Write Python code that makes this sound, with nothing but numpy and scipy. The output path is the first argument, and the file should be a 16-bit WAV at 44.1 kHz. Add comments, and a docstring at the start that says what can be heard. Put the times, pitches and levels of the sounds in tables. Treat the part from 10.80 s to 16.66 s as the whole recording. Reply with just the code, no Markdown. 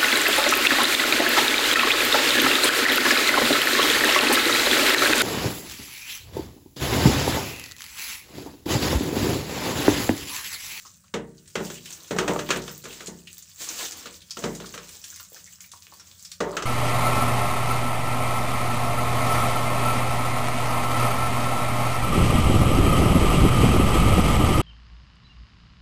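"""A sink in a small sheet-metal shed: a plastic dipper bumps about in a basin and is poured out.
Water sprays, gurgles, plops and drips, built from swarms of bubbles, filtered noise and short rings.
Knocks are decaying modes plus bursts of noise; shoves of the basin judder as random slips ring its sides.
The last knocks fall on the drained basin and boom less but ring more. Low rumble and hiss lie under it all."""
import sys
import numpy as np
from scipy import signal
from scipy.fft import rfft, irfft, next_fast_len
from scipy.io import wavfile
from scipy.ndimage import map_coordinates

SR = 44100
rng = np.random.default_rng(int(sys.argv[2]) if len(sys.argv) > 2 else 0)


def transcribe(signal):
    """Save signal, clipped to [-1, 1], as a 16-bit WAV file at the path in sys.argv[1]."""
    frames = np.atleast_2d(signal).T
    limited = np.clip(frames, -1, 1)
    pcm = np.round(limited * 32767).astype(np.int16)
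    wavfile.write(sys.argv[1], SR, pcm)


N = 258249  # length in samples


def amp(db):
    """Decibels to gain."""
    return 10 ** (np.asarray(db) / 20)


def unit(x):
    """Scaled to rms 1."""
    return x / np.sqrt(np.mean(x ** 2) + 1e-20)


def strike(x, window_s):
    """A blow scaled to rms 1 over its first moments."""
    return x / np.sqrt(np.mean(x[:int(window_s * SR)] ** 2) + 1e-20)


def along(points, hz):
    """(Hz, value) points read on a log axis."""
    f, v = np.transpose(points)
    return np.interp(np.log(hz + 1), np.log(f + 1), v)


def curves(rows):
    """One value per sample for each column after the time."""
    s, *cols = np.transpose(rows)
    return [np.interp(np.arange(N) / SR, s, c) for c in cols]


def fade(t, t60):
    """Gain of a ring that loses 60 dB in t60 seconds."""
    return np.exp(-np.log(1000) * t / t60)


def onset(t, rise_s):
    """Gain that swells from nothing towards 1 with time constant rise_s."""
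    return 1 - np.exp(-t / rise_s)


def swells(rows, attack_s, t60):
    """Gain of (s, hold s, dB) events that each rise, hold and die away."""
    t = np.arange(N) / SR
    total = np.zeros(N)
    for s, hold, db in rows:
        attack = np.clip((t - s) / attack_s, 0, 1)
        release = fade(np.maximum(t - s - attack_s - hold, 0), t60)
        total += amp(db) * attack * release
    return total


def wobble(rate):
    """A smooth random curve, rate knots a second."""
    knots = rng.standard_normal(int(N * rate / SR) + 4)
    return map_coordinates(knots, [np.arange(N) * rate / SR])


def add(track, s, sound):
    """Mix a sound into the track at time s."""
    start = min(max(round(s * SR), 0), N)
    track[start:start + len(sound)] += sound[:N - start]


def colour(x, spectrum):
    """Causal minimum-phase filter with the given (Hz, dB) response, made by folding its cepstrum."""
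    m = next_fast_len(len(x) + 4096, True)
    cepstrum = irfft(np.log(amp(along(spectrum, np.fft.rfftfreq(m, 1 / SR)))), m)
    cepstrum[1:m // 2] *= 2
    cepstrum[m // 2 + 1:] = 0
    return irfft(rfft(x, m) * np.exp(rfft(cepstrum)), m)[:len(x)]


def noise(spectrum, size):
    """Coloured noise of rms 1."""
    return unit(colour(rng.standard_normal(size), spectrum))


def resonate(x, hz, q):
    """One resonance of quality q."""
    return signal.lfilter(*signal.iirpeak(min(hz, SR / 2.5), max(q, 1), SR), x)


def ringing(modes, t):
    """Decaying modes, rms 1 at first; water and grip shift them a little from blow to blow."""
    chance = rng.standard_normal((len(modes), 3))
    total = np.zeros(len(t))
    for (hz, db, t60), (level, pitch, phase) in zip(modes, chance):
        wave = np.sin(2 * np.pi * hz * (1 + 0.00995 * pitch) * t + np.pi * phase)
        total += amp(db + 2 * level) * fade(t, t60) * wave
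    return strike(total, 0.084)


def bubble(t, hz, cycles, rise):
    """A damped sine whose pitch climbs, for rise above 0, as the bubble nears the surface."""
    age = t * hz / cycles
    return np.sin(2 * np.pi * hz * t * (1 + rise * age / (2 + age))) * np.exp(-age)


def grains(rate, hz, spread, cycles, scatter_db, rise, size):
    """A steady swarm, rate a second, of size-sample bubbles of random pitch and strength, rms 1."""
    u = rng.random((int(rate * N / SR), 4))
    pitch = np.clip(hz * np.exp(spread * (u[:, 1:2] + u[:, 2:3] - 1)), 100, SR / 2.5)
    strength = amp(-scatter_db * np.log(0.02 + 0.98 * u[:, 3:]))  # many weak, few strong
    waves = strength * bubble(np.arange(size) / SR, pitch, cycles, rise)
    at = (u[:, :1] * N).astype(int) + np.arange(size)
    return unit(np.bincount(at.ravel(), waves.ravel(), N)[:N])


# how long the metal walls ring on. Each row: frequency in Hz, t60 in seconds
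SHED_DECAY = [(100, 1), (400, 0.51), (1500, 0.19), (6000, 0.17), (15000, 0.18)]


def shed(x, wet_db):
    """Direct sound plus the walls' answer 2.7 ms later, whose treble dies sooner than its bass."""
    hz, t, z = signal.stft(rng.standard_normal(SR // 2), SR, nperseg=256)
    tail = signal.istft(z * fade(t, along(SHED_DECAY, hz)[:, None]), SR, nperseg=256)[1]
    tail = np.pad(tail / np.linalg.norm(tail), (int(0.0027 * SR), 0))
    return x + amp(wet_db) * signal.fftconvolve(x, tail)[:len(x)]


# low outdoor rumble. Each row: frequency in Hz, relative level in dB per Hz
RUMBLE_SPECTRUM = [(15, -68.5), (25, -38), (86, 2.5), (119, -9.5), (183, -3.5), (269, -25), (356, -30.5),
                   (469, -34), (574, -20.5), (680, -42.5), (1000, -51), (1300, -58), (2200, -120)]
# microphone hiss. Each row: frequency in Hz, relative level in dB per Hz
HISS_SPECTRUM = [(500, -35), (1500, 1), (3000, -18.5), (8000, 1.5), (13500, -18), (14500, -31.5),
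                 (15300, -8), (16000, -1.5)]
RUMBLE_DB, HISS_DB = -62, -64


def background():
    """Low outdoor rumble and the microphone's hiss, both steady coloured noise."""
    return amp(RUMBLE_DB) * noise(RUMBLE_SPECTRUM, N) + amp(HISS_DB) * noise(HISS_SPECTRUM, N)


# water running off dipper and basin before the big pour. Each row: time in seconds, spray level in dB
TRICKLE_BEFORE_POUR = [(0.0, -46.5), (0.34, -71.5), (0.61, -59), (0.89, -44), (0.98, -46.5), (1.11, -49.5),
                       (1.61, -43.5), (1.78, -47.5), (2.43, -53), (2.7, -50)]
# the same after the big pour. Each row: time in seconds, spray level in dB
TRICKLE_AFTER_POUR = [(3.35, -52.5), (3.5, -54), (3.69, -44), (3.98, -52), (4.23, -47), (5.28, -53.5),
                      (5.85, -51)]


def trickle():
    """Level in dB of the running water before its flutter, one value per sample."""
    return curves(np.vstack([TRICKLE_BEFORE_POUR, TRICKLE_AFTER_POUR]))[0]


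# the dipper tipped out. Each row: start in seconds, hold in seconds, spray level in dB before flutter
DIPPER_POURS = [(1.0, 0.032, -49.5), (2.73, 0.17, -37), (4.26, 0.023, -60)]
POUR_ATTACK_S, POUR_T60_S = 0.14, 1
# the basin's water set rocking. Each row: start in seconds, hold in seconds, gurgle level in dB
BASIN_SLOSHES = [(1.08, 0.23, -56), (1.65, 0.13, -44), (2.04, 0.15, -50), (2.86, 0.42, -50),
                 (3.72, 0.42, -56), (5.06, 0.24, -64.5)]
SLOSH_ATTACK_S, SLOSH_T60_S = 0.019, 0.37
# filter on the falling spray. Each row: frequency in Hz, relative gain in dB
SPRAY_FILTER = [(500, -24.5), (1200, -9.5), (2000, -10.5), (2700, -8), (3700, -6), (5200, -2), (6500, 4),
                (7500, 5), (9400, -5), (12200, -4), (13600, -6), (15000, 11), (16000, -13.5)]
# filter on bubbles under water. Each row: frequency in Hz, relative gain in dB
GURGLE_FILTER = [(150, -8.5), (350, 8), (700, -4.5), (1300, -3.5), (2200, -3.5), (3000, 2.5), (4500, 5.5),
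                 (8000, -38.5)]
FLUTTER_PER_S, FLUTTER_DB = 22, 2.67  # the stream breaks up unevenly
# the gurgle under a spray of MID_FLOW_DB, and its dB per dB of spray
MID_FLOW_DB, GURGLE_DB, GURGLE_GROWS = -45, -64.5, 2.35


def water():
    """Falling water: a spray of tiny bursts and droplets over a gurgle of bubbles."""
    flow = np.hypot(amp(trickle()), swells(DIPPER_POURS, POUR_ATTACK_S, POUR_T60_S))
    flow = flow * amp(FLUTTER_DB * wobble(FLUTTER_PER_S))
    spray_db = 20 * np.log10(flow)
    # a stronger flow drives more air under; rocking water gurgles too
    driven = amp(GURGLE_DB + GURGLE_GROWS * (spray_db - MID_FLOW_DB))
    churn = np.hypot(driven, swells(BASIN_SLOSHES, SLOSH_ATTACK_S, SLOSH_T60_S))

    bursts = grains(rate=380, hz=7780, spread=1.78, cycles=1.0, scatter_db=9.5, rise=0, size=64)
    droplets = grains(rate=160, hz=4800, spread=0.9, cycles=4, scatter_db=4, rise=0.05, size=300)
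    fizz = grains(rate=9000, hz=6000, spread=1.3, cycles=0.6, scatter_db=3, rise=0, size=48)
    # a trickle falls as separate droplets; in a full pour they merge into fizz
    merged = np.interp(spray_db, [-52, -40], [0.25, 0.85])
    separate = unit(bursts + amp(-2) * droplets)
    spray = np.sqrt(1 - merged) * separate + np.sqrt(merged) * fizz
    spray = colour(spray + amp(-12) * rng.standard_normal(N), SPRAY_FILTER)

    bubbles = grains(rate=600, hz=2100, spread=1.3, cycles=1.8, scatter_db=2.5, rise=0.15, size=900)
    gurgle = colour(bubbles + amp(-1.5) * rng.standard_normal(N), GURGLE_FILTER)
    return flow * unit(shed(spray, wet_db=-2)) + churn * unit(shed(gurgle, wet_db=0))


# the largest air pockets closing in the water. Each row: start in seconds, level in dB, pitch in Hz
AIR_POCKETS = [(0.051, -47.5, 1140), (0.241, -59.5, 1180), (0.58, -53, 5960), (0.868, -47, 2780),
               (0.955, -46, 2650), (0.975, -45.5, 2740), (1.076, -45.5, 2760), (2.106, -43, 2500),
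               (2.472, -44, 2680), (3.843, -43, 1260), (4.326, -50.5, 1500), (4.4, -46, 1240),
               (4.52, -52, 505), (4.546, -56.5, 750), (4.563, -48.5, 1560), (4.675, -52, 1920),
               (4.842, -49.5, 2100), (4.936, -45.5, 1014), (5.123, -48, 980), (5.198, -54, 1350),
               (5.728, -38.5, 1090), (5.805, -40, 1240)]
# cycles of ring at 1 kHz, and the power of pitch by which smaller bubbles ring for more cycles
PLOP_CYCLES, PLOP_CYCLES_POWER = 3.5, 1.4
SLAP_DB = 1  # the slap of closing over the ring


def plops():
    """Larger bubbles slap shut and ring, rising in pitch."""
    out, t = np.zeros(N), np.arange(SR // 5) / SR
    for s, db, hz in AIR_POCKETS:
        cycles = PLOP_CYCLES * (hz / 1000) ** PLOP_CYCLES_POWER
        gulp = bubble(t, hz, cycles, rise=0.23) * onset(t, 0.00018)
        slap = resonate(noise(GURGLE_FILTER, len(t)) * fade(t, 0.1), hz, q=6)
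        plop = shed(unit(gulp) + amp(SLAP_DB) * unit(slap), wet_db=-7)
        add(out, s, amp(db) * strike(plop, 0.008))
    return out


# the heaviest drops on wet surfaces. Each row: start in seconds, nominal peak in dB, ring in Hz
HEAVY_DROPS = [(0.0648, -34, 6200), (0.6764, -34.5, 8150), (0.846, -28.5, 5000), (1.056, -27, 2920),
               (1.1044, -26, 6840), (1.1264, -25, 7100), (1.8186, -28.5, 5060), (2.0397, -29, 6860),
               (2.1275, -29, 2680), (2.259, -26, 7200), (2.27, -22, 7000), (2.471, -31, 2560),
               (2.6234, -30.5, 6800), (2.818, -24, 6800), (2.8413, -23, 8140), (2.8882, -16, 6540),
               (3.048, -22.5, 6150), (3.12, -23, 6240), (3.326, -35, 6500), (3.4171, -35, 3370),
               (3.507, -19.5, 5150), (3.75, -25.5, 6800), (3.858, -28.5, 4680), (4.0896, -30, 7140),
               (4.24, -24.5, 6350), (4.3594, -30.5, 5900), (4.3967, -29.5, 3500), (4.805, -28.5, 6650),
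               (4.9162, -29, 6900), (5.1964, -32.5, 5600), (5.3936, -39, 7600), (5.4495, -27, 5530),
               (5.5163, -24, 4670)]
# a drop's impact. Each row: frequency in Hz, relative level in dB
SPLAT_SPECTRUM = [(300, -57), (1200, -7), (2000, -1), (2800, -1), (5000, 1.5), (7000, 3), (9500, -4.5),
                  (13000, -11), (15300, -16)]
RING_DB, RING_SCATTER_DB = 0, 8  # the wet surface's ring over the splat


def drops(rows):
    """A drop splats as a short noise burst and the wet surface rings briefly."""
    out, t = np.zeros(N), np.arange(SR // 5) / SR
    for s, db, hz in rows:
        ring_db = RING_DB + RING_SCATTER_DB * rng.standard_normal()
        splat = unit(noise(SPLAT_SPECTRUM, len(t)) * fade(t, 0.062) * onset(t, 0.00053))
        ring = unit(resonate(splat, hz, q=4.3))
        drop = strike(shed(splat + amp(ring_db) * ring, wet_db=-3), 0.007)
        add(out, s, amp(db - 12.5) * drop)  # early rms set 12.5 dB under the nominal peak
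    return out


DRIPS_PER_S, DRIP_DB, DRIP_SCATTER_DB = 7, 11, 4  # nominal peak in dB over the trickle
DRIP_HZ, DRIP_SPREAD = 6900, 0.13  # their ring and its relative spread


def drips():
    """Light drips at random moments, following the trickle that feeds them: rows like HEAVY_DROPS."""
    chance = rng.uniform(-1.3, 1, (int(DRIPS_PER_S * N / SR), 3))
    times = (np.arange(len(chance)) + 0.5 + 0.5 * chance[:, 0]) / DRIPS_PER_S
    trickle_db = np.interp(times, np.arange(N) / SR, trickle())
    levels = trickle_db + DRIP_DB + DRIP_SCATTER_DB * chance[:, 1]
    return list(zip(times, levels, DRIP_HZ * np.exp(DRIP_SPREAD * chance[:, 2])))


# plastic bumping on basin and sink.
# Each row: start in seconds, boom in dB before BOOM_TRIM_DB, wall clack in dB, leading mode in Hz
BUMPS = [(0.339, -30.5, -27, 456.7), (0.754, -32, -23.5, 369), (0.802, -34.5, -41, 370),
         (0.9, -45.5, -34, 364), (1.308, -30, -31, 433), (1.363, -33.5, -34.5, 405),
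         (1.385, -28.5, -19, 370), (1.478, -26.5, -22.5, 469), (1.59, -34.5, -27, 591),
         (1.689, -34.5, -29, 360), (1.704, -37.5, -15.5, 373), (1.759, -33.5, -29.5, 369),
         (1.878, -46.5, -34, 482), (2.037, -50.5, -47, 399), (2.053, -46, -37, 398),
         (2.205, -49.5, -37, 436), (2.28, -43, -82, 364), (3.257, -50, -34.5, 555),
         (3.569, -42, -33.5, 679), (3.623, -41.5, -41.5, 439), (3.638, -29.5, -27, 440),
         (3.8, -43.5, -38.5, 380.5), (3.94, -48.5, -34, 591), (3.976, -54.5, -34.5, 408),
         (5.604, -26, -24.5, 420.3), (5.767, -37, -23, 411), (5.822, -39, -27.5, 575)]
# the hollow basin's sides. Each row: frequency in Hz, relative level in dB, t60 in seconds
BASIN_SIDES = [(305.4, 3, 0.6), (343, -11.5, 1), (381.4, -0.5, 0.69), (470, 5.5, 0.4), (584, 2.5, 0.34),
               (648, -8.5, 0.65), (710, -31, 0.1), (848, -13, 0.1), (910, -1, 0.38), (988, -6, .28),
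               (1162, -12.5, 0.43), (1487, -1.5, 0.24)]
# the basin's bottom flexing. Each row: frequency in Hz, relative level in dB, t60 in seconds
BASIN_BOTTOM = [(117.3, -6.5, 0.67), (148.3, -7.5, 1), (174.5, 0.5, 0.76), (189.6, -1.5, 0.51),
                (211.8, 1.5, 0.47), (241, -1, 0.61)]
# crowded modes of the boom. Each row: frequency in Hz, relative level in dB
BOOM_SPECTRUM = [(80, -83), (180, -19.5), (300, -1), (420, 7), (600, -3.5), (900, -5.5), (1400, -17.5),
                 (2000, -10), (3000, -43), (8000, -99)]
# clack of the stiff wall. Each row: frequency in Hz, relative level in dB
CLACK_SPECTRUM = [(150, -35), (500, 4.5), (850, -17.5), (1080, 2), (1340, 4), (1700, 2), (2200, -3.5),
                  (2800, -0.5), (4000, -8.5), (9000, -89)]
# crack at the contact. Each row: frequency in Hz, relative level in dB
CRACK_SPECTRUM = [(800, -48.5), (2500, 3.5), (4000, 4.5), (5000, 2), (6300, 5.5), (7800, 1.5),
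                  (9500, -10.5), (13000, -17.5), (16000, -21)]
BOOM_TRIM_DB = -3
FIRM_DB = -30.5  # a firm bump, for which CRACK_DB and THUD_DB hold
CRACK_DB, CRACK_GROWS = -29.5, 0.94  # the contact crack, and its dB per dB of clack
THUD_DB, THUD_GROWS = -42, 0.72  # the shed's low thud, and its dB per dB of boom
# the bottom's flexing over the boom; dB lost per dB of clack over boom (a harder blow)
BELLY_DB, BELLY_LOSS = -2, 0.1
WALL_HZ, WALL_SPREAD = 1264, 0.037  # the wall's resonance, and its relative shift with the place of the blow
# once the basin is drained its bottom booms less and its wall rings more
EMPTY_S, EMPTY_BELLY_DB, EMPTY_WALL_DB = 5.4, -6.5, 13.5


def knocks():
    """Each bump cracks, clacks in the stiff wall, booms in the basin and sets off the shed's low resonance."""
    out, t = np.zeros(N), np.arange(SR // 2) / SR
    for s, boom_db, clack_db, mode_hz in BUMPS:
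        empty = s > EMPTY_S
        crack_db = CRACK_DB + CRACK_GROWS * (clack_db - FIRM_DB)
        thud_db = THUD_DB + THUD_GROWS * (boom_db - FIRM_DB)
        belly_db = BELLY_DB - BELLY_LOSS * (clack_db - boom_db) + EMPTY_BELLY_DB * empty
        wall_hz = WALL_HZ * np.exp(WALL_SPREAD * rng.standard_normal())

        # the place of the blow and the water inside decide which mode leads
        main = strike(np.sin(2 * np.pi * mode_hz * t) * fade(t, 0.47) * onset(t, 0.0069), 0.033)
        crowd = strike(noise(BOOM_SPECTRUM, len(t)) * fade(t, 0.33), 0.086)
        modes = amp(2.5) * ringing(BASIN_SIDES, t) + amp(1) * main + amp(5.5) * crowd
        boom = strike(modes, 0.13) * onset(t, 0.0002)
        belly = ringing(BASIN_BOTTOM, t) * onset(t, 0.00082)
        thud = np.sin(2 * np.pi * 55.5 * t) * fade(t, 0.59) * onset(t, 0.035)
        body = amp(boom_db + BOOM_TRIM_DB) * (boom + amp(belly_db) * belly)
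        add(out, s, body + amp(thud_db) * thud)

        # clack and crack each die fast, then leave a weaker, longer tail
        wall = noise(CLACK_SPECTRUM, len(t))
        wall = wall + amp(-16 + EMPTY_WALL_DB * empty) * unit(resonate(wall, wall_hz, q=13))
        clack = wall * (fade(t, 0.017) + amp(-15) * fade(t, 0.21))
        crack = noise(CRACK_SPECTRUM, len(t)) * (fade(t, 0.019) + amp(-10.5) * fade(t, 0.15))
        contact = amp(clack_db) * strike(clack, 0.012) + amp(crack_db) * strike(crack, 0.0048)
        add(out, s, shed(contact * onset(t, 0.0028), wet_db=-11.5))
    return out


# the basin shoved along the sink.
# Each row: start in seconds, hold in seconds, judder level in dB before DRAG_TRIM_DB
BASIN_SHOVES = [(1.385, 0.056, -24), (1.47, 0.069, -20.5), (2.03, 0.12, -53), (2.275, 0.024, -53),
                (5.63, 0.059, -31), (5.73, 0.082, -31)]
# filter on the slips. 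Each row: frequency in Hz, relative gain in dB
JUDDER_FILTER = [(60, -27), (120, -5.5), (190, -42), (270, -5), (400, 0.5), (600, -2), (800, -5),
                 (1150, -3.5), (1700, -17.5), (3000, -21.5), (8000, -42)]
SHOVE_ATTACK_S, SHOVE_T60_S = 0.024, 0.14
SLIPS_PER_S, DRAG_TRIM_DB = 220, -6.5


def drag():
    """The basin's base sticks and slips on the sink; the slips judder and keep its sides ringing."""
    level = swells(BASIN_SHOVES, SHOVE_ATTACK_S, SHOVE_T60_S)
    impulses = (rng.random(N) < SLIPS_PER_S / SR) * rng.standard_normal(N)
    slips = colour(impulses, JUDDER_FILTER)
    sides = sum(amp(db) * resonate(slips, hz, q=35) for hz, db, _ in BASIN_SIDES)
    judder = shed(unit(slips) + amp(-7) * unit(sides), wet_db=-0.5)
    return amp(DRAG_TRIM_DB) * level * unit(judder)


def scene():
    """Everything at the sink, mixed to one channel."""
    falling = water() + plops() + drops(HEAVY_DROPS) + drops(drips())
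    return (background() + falling + knocks() + drag())[None]


TOP_HZ = 15750  # band limit


def record(dry):
    """Keeps nothing from the band limit up."""
    m = next_fast_len(N + SR // 2)
    return irfft(rfft(dry, m) * (np.fft.rfftfreq(m, 1 / SR) < TOP_HZ), m)[..., :N]


dry = scene()
out = record(dry)
transcribe(out)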